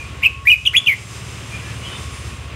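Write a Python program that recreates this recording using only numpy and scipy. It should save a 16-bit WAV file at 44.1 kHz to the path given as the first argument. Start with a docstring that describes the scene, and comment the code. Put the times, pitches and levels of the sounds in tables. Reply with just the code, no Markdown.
"""Caged bulbul phrase

Five quick, loud whistled notes close by, under a roof with a short echo: swept sines with overtones and rasp.
Softer birds call farther off as plain sine whistles with much echo.
A distant one-cylinder engine rings its exhaust at each firing, idles, speeds up and returns to idle.
Shaped noise makes the outdoor rumble and hiss; two wavering sines make thin whines."""
import sys
import numpy as np
from scipy import signal
from scipy.fft import rfft, irfft
from scipy.io import wavfile
from scipy.ndimage import uniform_filter1d, minimum_filter1d

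SR = 44100
rng = np.random.default_rng(int(sys.argv[2]) if len(sys.argv) > 2 else 0)


def dump(signal):
    """Clip the signal to [-1, 1] and save it as 16-bit WAV at the path in sys.argv[1]."""
    limited = np.clip(np.atleast_2d(signal).T, -1, 1)
    pcm = np.round(limited * 32767).astype(np.int16)
    wavfile.write(sys.argv[1], SR, pcm)


N = 112454

# outdoor rumble spectrum: freq_hz, relative_density_db
RUMBLE_SPECTRUM = [(20, -20), (90, 2), (200, 0), (430, -3.5), (540, -5.5), (820, -10.5), (1130, -4),
                   (1600, -9), (2600, -4), (3300, -9), (4500, -18.5), (9000, -40)]
# rumble level: time_s, level_db
RUMBLE_LEVEL = [(0, -38), (.2, -37.5), (.32, -41.5), (.6, -44.5), (.8, -40.5), (1.04, -41), (1.14, -36),
                (2.0, -35.5), (2.55, -37)]
# outdoor hiss spectrum: freq_hz, relative_density_db
HISS_SPECTRUM = [(2000, -8), (3600, 1), (4400, -2.5), (5000, 5.5), (5600, 2), (6400, 5.5), (7000, 0),
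                 (7450, 7.5), (7950, -3), (8500, 6), (9200, -5), (10200, -2), (10700, -7), (11400, -8),
                 (12300, -15), (15500, -19)]
# hiss level: time_s, level_db
HISS_LEVEL = [(0, -44.5), (.2, -52), (.35, -52.5), (.55, -48), (1.15, -42), (2.25, -42), (2.55, -52.5)]
FLICKER_DB, FLICKER_PER_S = 1.0, 24.75

# low whine level: time_s, level_db
LOW_WHINE_LEVEL = [(0, -47), (.17, -48), (.25, -43.5), (.42, -40), (.65, -57.5), (.8, -48.5), (1.05, -54),
                   (1.7, -49.5), (2.05, -43.5), (2.55, -48)]
# high whine level: time_s, level_db
HIGH_WHINE_LEVEL = [(0, -73), (1.7, -55.5), (1.98, -46.5), (2.08, -57), (2.19, -43), (2.27, -59),
                    (2.4, -53), (2.55, -75)]
LOW_WHINE_HZ, HIGH_WHINE_HZ = 1095, 9390
WHINE_WAVER_DB, WHINE_WAVER_PER_S = 2.97, 22.19
WHINE_DRIFT_HZ, WHINE_DRIFT_PER_S = 6, 39.24

# engine speed: time_s, firings_per_s
ENGINE_SPEED = [(.6, 15.1), (.8, 16.9), (1.0, 17.8), (1.2, 18.3), (1.7, 18.3), (1.87, 17.7), (2.03, 15.1)]
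# engine level, relative to ENGINE_DB: time_s, relative_level_db
ENGINE_LEVEL = [(.2, 0.5), (.3, -2.5), (1.05, -3), (1.15, -1), (2.1, 1)]
# exhaust resonances at idle: freq_hz, t60_s, relative_level_db
EXHAUST_MODES = [(62.9, .25, -8), (77.7, .25, -3), (109, 0.18, -4), (121.5, 0.11, -6), (178.4, 0.14, -18)]
FIRST_FIRING_S, ENGINE_DB = .030, -32.5
FIRING_SCATTER_DB, FIRING_SCATTER_S = 1.24, .00056
EXHAUST_HIGHPASS_HZ, EXHAUST_RISE_S = 58, .008
# tilt: dB per octave about the pivot, per firing/s above idle
REV_TILT_DB, REV_PIVOT_HZ = 2.5, 92

# distant bird calls, one curve each: time_s, pitch_hz, relative_level_db
FAR_CALLS = [
    [(0, 2468, -29.5), (.035, 2380, -32)],
    [(1.505, 2413, -42), (1.535, 2406, -29), (1.55, 2395, -24.5), (1.58, 2480, -44)],
    [(1.62, 1654, -43), (1.71, 1756, -42)],
    [(1.825, 2890, -38), (1.853, 2920, -27)],
    [(1.848, 3370, -40), (1.86, 3250, -30), (1.868, 3043, -29.5), (1.98, 3010, -42)],
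    [(1.915, 3620, -38), (1.99, 3550, -40)],
    [(1.93, 1500, -37), (1.945, 1250, -37)],
]
FAR_DIRECT_DB, FAR_ECHO_DB = -1, -3
FAR_JITTER_FRACTION, FAR_JITTER_PER_S = .0096, 300

# reflections from cage, table and roof: delay_s, relative_level_db
REFLECTIONS = [(.0069, -10), (.00706, -13.5), (0.0185, -14.5)]
ROOM_DB, ROOM_T60_S, ROOM_GAP_S = -15, .38, .006
# echo tail spectrum: freq_hz, relative_density_db
ROOM_SPECTRUM = [(500, 3.5), (3500, 1.5), (7000, -2.5), (15000, -4)]

# bulbul notes, one curve each: time_s, pitch_hz, level_db
PHRASE = [
    [(.219, 1940, -36), (.226, 2246, -26), (.2336, 2530, -12.5), (.2406, 2656, -10), (.263, 2648, -5.5),
     (.2724, 2482, -9.5), (.2775, 2468, -34)],
    [(.452, 1606, -38), (.460, 2016, -20), (.470, 1930, -18.5), (.4718, 2296, -4.5), (.488, 2457, -3),
     (.4994, 2396, -8), (.5015, 2957, -3.5), (.5148, 2910, -6.5), (.5176, 2600, -4.5), (.5306, 2495, -3.5),
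     (.545, 2394, -14.5), (.5505, 2450, -32)],
    [(.652, 3640, -35), (.6538, 3530, -17), (.657, 2450, -20), (.661, 2760, -13), (.6657, 3350, -9.5),
     (.6716, 3050, -8), (.678, 2880, -4.5), (.6817, 2945, -25)],
    [(.7337, 1306, -33.5), (.7414, 2337, -18), (.7447, 1900, -17), (.7528, 2420, -5), (.756, 2397, -13),
     (.766, 2940, -3), (.7707, 3520, -9.5), (.775, 3320, -7.5), (.7856, 3390, -5), (.7906, 3420, -27)],
    [(.860, 3510, -23), (.866, 2640, -19), (.872, 2855, -8), (.8765, 3150, -8.5), (.8805, 2480, -11.5),
     (.8875, 2373, -3.5), (.900, 2250, -10), (.912, 2187, -17), (.929, 2020, -15), (.944, 2100, -27)],
]
# whistle overtones, second harmonic up: relative_level_db
OVERTONES_DB = [-36, -36, -42, -31, -29]
# rasp spectrum: freq_hz, relative_density_db
RASP_SPECTRUM = [(1200, -6.5), (3500, 0), (4500, -7), (8500, -14), (10300, -11), (11700, 0), (14000, -10)]
# first-note warble
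WARBLE_CREST_S, WARBLE_HZ, WARBLE_DEPTH_HZ = .2505, 115, 352
WARBLE_MIDDLE_S, WARBLE_HALF_S = .243, .019
OVERTONE_TOP_HZ, FLUTTER_DB = 13500, 1.5
BRIGHT_PIVOT_HZ, BRIGHT_DB_PER_OCTAVE = 2646, 36
# pitch tremble: always present, and extra where softer than STEADY_DB
JITTER_FRACTION, JITTER_PER_S = .0078, 490
SOFT_JITTER_FRACTION, SOFT_JITTER_PER_S, STEADY_DB = .042, 520, -11
RASP_DB, RASP_POWER, RASP_DB_PER_OCTAVE = -34, .65, -12
# low puff as the fourth note starts
PUFF_S, PUFF_WIDTH_S, PUFF_DB, PUFF_HZ = .739, .010, -38, 1500

LOWPASS_HZ, CEILING, LIMITER_SAMPLES = 15720, .88, 256


def undb(db):
    """Decibels to gain."""
    return 10 ** (np.asarray(db) / 20)


def unit(x):
    """Scale to an rms of 1."""
    return x / np.sqrt(np.mean(x ** 2))


def clock():
    """Time of every sample, in seconds."""
    return np.arange(N) / SR


def curve(rows, axis=1):
    """One table column, linearly interpolated in time."""
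    rows = np.array(rows, float)
    return np.interp(clock(), rows[:, 0], rows[:, axis])


def walk(rate_per_s):
    """Smooth random wander, rms 1 or near it: held random values, averaged twice."""
    hold = max(int(SR / rate_per_s), 1)
    steps = np.repeat(rng.standard_normal(N // hold + 1), hold)
    smooth = uniform_filter1d(uniform_filter1d(steps, hold), hold)
    return unit(smooth)[:N] if len(smooth) == N else unit(smooth[:N])


def noise(spectrum):
    """Unit-rms noise shaped by (freq_hz, db) points, joined on a log frequency axis."""
    freq_hz, db = np.array(spectrum, float).T
    bins_hz = np.maximum(np.fft.rfftfreq(N, 1 / SR), 1)
    gain = undb(np.interp(np.log(bins_hz), np.log(freq_hz), db))
    return unit(irfft(rfft(rng.standard_normal(N)) * gain, N))


def turn(hz):
    """Phase of an oscillator at a moving pitch."""
    return 2 * np.pi * np.cumsum(hz) / SR


def fade(t60_s):
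    """Exponential decay from time zero, 60 dB in t60_s."""
    return np.exp(-np.log(1000) * clock() / t60_s)


def note(rows):
    """Pitch and gain of one note, silent outside its curve."""
    t = clock()
    sounding = (t >= rows[0][0]) & (t <= rows[-1][0])
    gate = uniform_filter1d(sounding * 1., size=64)
    return curve(rows), undb(curve(rows, axis=2)) * gate


def echo(x):
    """Diffuse tail of the roofed space: convolution with decaying noise after a short gap."""
    tail = noise(ROOM_SPECTRUM) * fade(ROOM_T60_S) * (clock() > ROOM_GAP_S)
    tail = tail / np.sqrt(2 * np.sum(tail ** 2))
    return signal.fftconvolve(x, tail)[:N]


def outdoors():
    """Rumble and hiss: two shaped noises, each with a slight random level flicker."""
    out = 0
    for spectrum, level in [(RUMBLE_SPECTRUM, RUMBLE_LEVEL), (HISS_SPECTRUM, HISS_LEVEL)]:
        level_db = curve(level) + FLICKER_DB * walk(FLICKER_PER_S)
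        out = out + noise(spectrum) * undb(level_db)
    return out


def whines():
    """Two thin sines, wavering in pitch and level."""
    out = 0
    for hz, level in [(LOW_WHINE_HZ, LOW_WHINE_LEVEL), (HIGH_WHINE_HZ, HIGH_WHINE_LEVEL)]:
        level_db = curve(level) + WHINE_WAVER_DB * walk(WHINE_WAVER_PER_S)
        phase = turn(hz + WHINE_DRIFT_HZ * walk(WHINE_DRIFT_PER_S))
        out = out + undb(level_db) * np.sin(phase)
    return out


def firing_pulses(lead):
    """Impulses at each whole engine cycle, scattered in time and strength, with a lead-in at idle."""
    idle = ENGINE_SPEED[0][1]
    speed = np.r_[np.full(lead, idle), curve(ENGINE_SPEED)]
    cycles = np.cumsum(speed) / SR - (lead / SR + FIRST_FIRING_S) * idle
    at = np.flatnonzero(np.diff(np.floor(cycles)))
    chance = rng.standard_normal((64, 2))[:len(at)]
    at = at + FIRING_SCATTER_S * SR * chance[:, 0]
    at = np.clip(at, 0, len(cycles) - 1).astype(int)
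    pulses = np.zeros(len(cycles))
    pulses[at] = undb(FIRING_SCATTER_DB * chance[:, 1])
    return pulses


def engine():
    """Each firing rings the low exhaust resonances; the thump brightens with speed."""
    t, out = clock(), 0
    lead = SR // 2  # engine already running at time zero
    pulses = firing_pulses(lead)
    revs_above_idle = curve(ENGINE_SPEED) - ENGINE_SPEED[0][1]
    highpass = signal.butter(8, EXHAUST_HIGHPASS_HZ, "high", fs=SR, output="sos")
    for hz, t60_s, db in EXHAUST_MODES:
        ring = np.sin(2 * np.pi * hz * t) * fade(t60_s) * (1 - np.exp(-t / EXHAUST_RISE_S))
        ring = signal.sosfilt(highpass, ring)
        mode_db = db + REV_TILT_DB * revs_above_idle * np.log2(hz / REV_PIVOT_HZ)
        out = out + undb(mode_db) * signal.fftconvolve(pulses, ring)[lead:lead + N]
    return undb(ENGINE_DB + curve(ENGINE_LEVEL)) * unit(out)


def far_birds():
    """Soft sine whistles with a slight pitch tremble, much of them echo."""
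    unsteady = 1 + FAR_JITTER_FRACTION * walk(FAR_JITTER_PER_S)
    calls = 0
    for hz, gain in map(note, FAR_CALLS):
        calls = calls + gain * np.sin(turn(hz * unsteady))
    return undb(FAR_DIRECT_DB) * calls + undb(FAR_ECHO_DB) * echo(calls)


def cage(x):
    """Direct sound, a few close reflections and the diffuse tail."""
    t = clock()
    close = sum(undb(db) * np.interp(t - delay_s, t, x, left=0) for delay_s, db in REFLECTIONS)
    return x + close + undb(ROOM_DB) * echo(x)


def puff():
    """Soft low puff: a short bell-shaped burst of band-passed noise."""
    band = signal.butter(2, [PUFF_HZ / 2, PUFF_HZ * 2], "band", fs=SR, output="sos")
    dull = unit(signal.sosfilt(band, rng.standard_normal(N)))
    return undb(PUFF_DB) * dull * np.exp(-((clock() - PUFF_S) / PUFF_WIDTH_S) ** 2)


def first_note_warble():
    """Fast pitch swing in Hz, confined to the first note by a flat-topped window."""
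    t = clock()
    window = np.exp(-((t - WARBLE_MIDDLE_S) / WARBLE_HALF_S) ** 4)
    return WARBLE_DEPTH_HZ * np.cos(2 * np.pi * WARBLE_HZ * (t - WARBLE_CREST_S)) * window


def whistle(hz, phase, flutter):
    """Nearly pure tone: a sine plus faint, fluttering overtones."""
    bright = undb(BRIGHT_DB_PER_OCTAVE * np.log2(hz / BRIGHT_PIVOT_HZ))
    tone = np.sin(phase)
    for k, db in enumerate(OVERTONES_DB, 2):
        # harmonics 2 and 3 grow with pitch; higher ones roll off at the top
        colour = bright if k < 4 else 1 / (1 + (k * hz / OVERTONE_TOP_HZ) ** 8)
        tone = tone + undb(db) * colour * flutter * np.sin(k * phase)
    return tone


def bulbul():
    """Fluttering whistle along each pitch curve, with a thin noise rasp stronger on low notes."""
    warble_hz = first_note_warble()
    unsteady = 1 + JITTER_FRACTION * walk(JITTER_PER_S)
    rasp = undb(RASP_DB) * noise(RASP_SPECTRUM)
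    flutter = undb(FLUTTER_DB * walk(JITTER_PER_S))
    out = 0
    for hz, gain in map(note, PHRASE):
        softness = 1 / (1 + (gain / undb(STEADY_DB)) ** 2)
        rough = SOFT_JITTER_FRACTION * walk(SOFT_JITTER_PER_S) * softness
        phase = turn((hz + warble_hz) * (unsteady + rough))
        rasp_tilt = undb(RASP_DB_PER_OCTAVE * np.log2(hz / BRIGHT_PIVOT_HZ))
        out = out + gain * flutter * whistle(hz, phase, flutter)
        out = out + gain ** RASP_POWER * rasp_tilt * rasp
    return out


def scene():
    """Bulbul in front, everything else behind."""
    behind = outdoors() + whines() + engine() + far_birds()
    return (behind + cage(puff() + bulbul()))[None]


def record(dry):
    """Quick limiter on the loudest peaks, then a steep low-pass."""
    needed_gain = CEILING / np.maximum(np.abs(dry), CEILING)
    held_gain = minimum_filter1d(needed_gain, size=LIMITER_SAMPLES)
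    gain = uniform_filter1d(held_gain, size=LIMITER_SAMPLES)
    lowpass = signal.ellip(12, .2, 90, LOWPASS_HZ, fs=SR, output="sos")
    return signal.sosfilt(lowpass, dry * gain)


dry = scene()
out = record(dry)
dump(out)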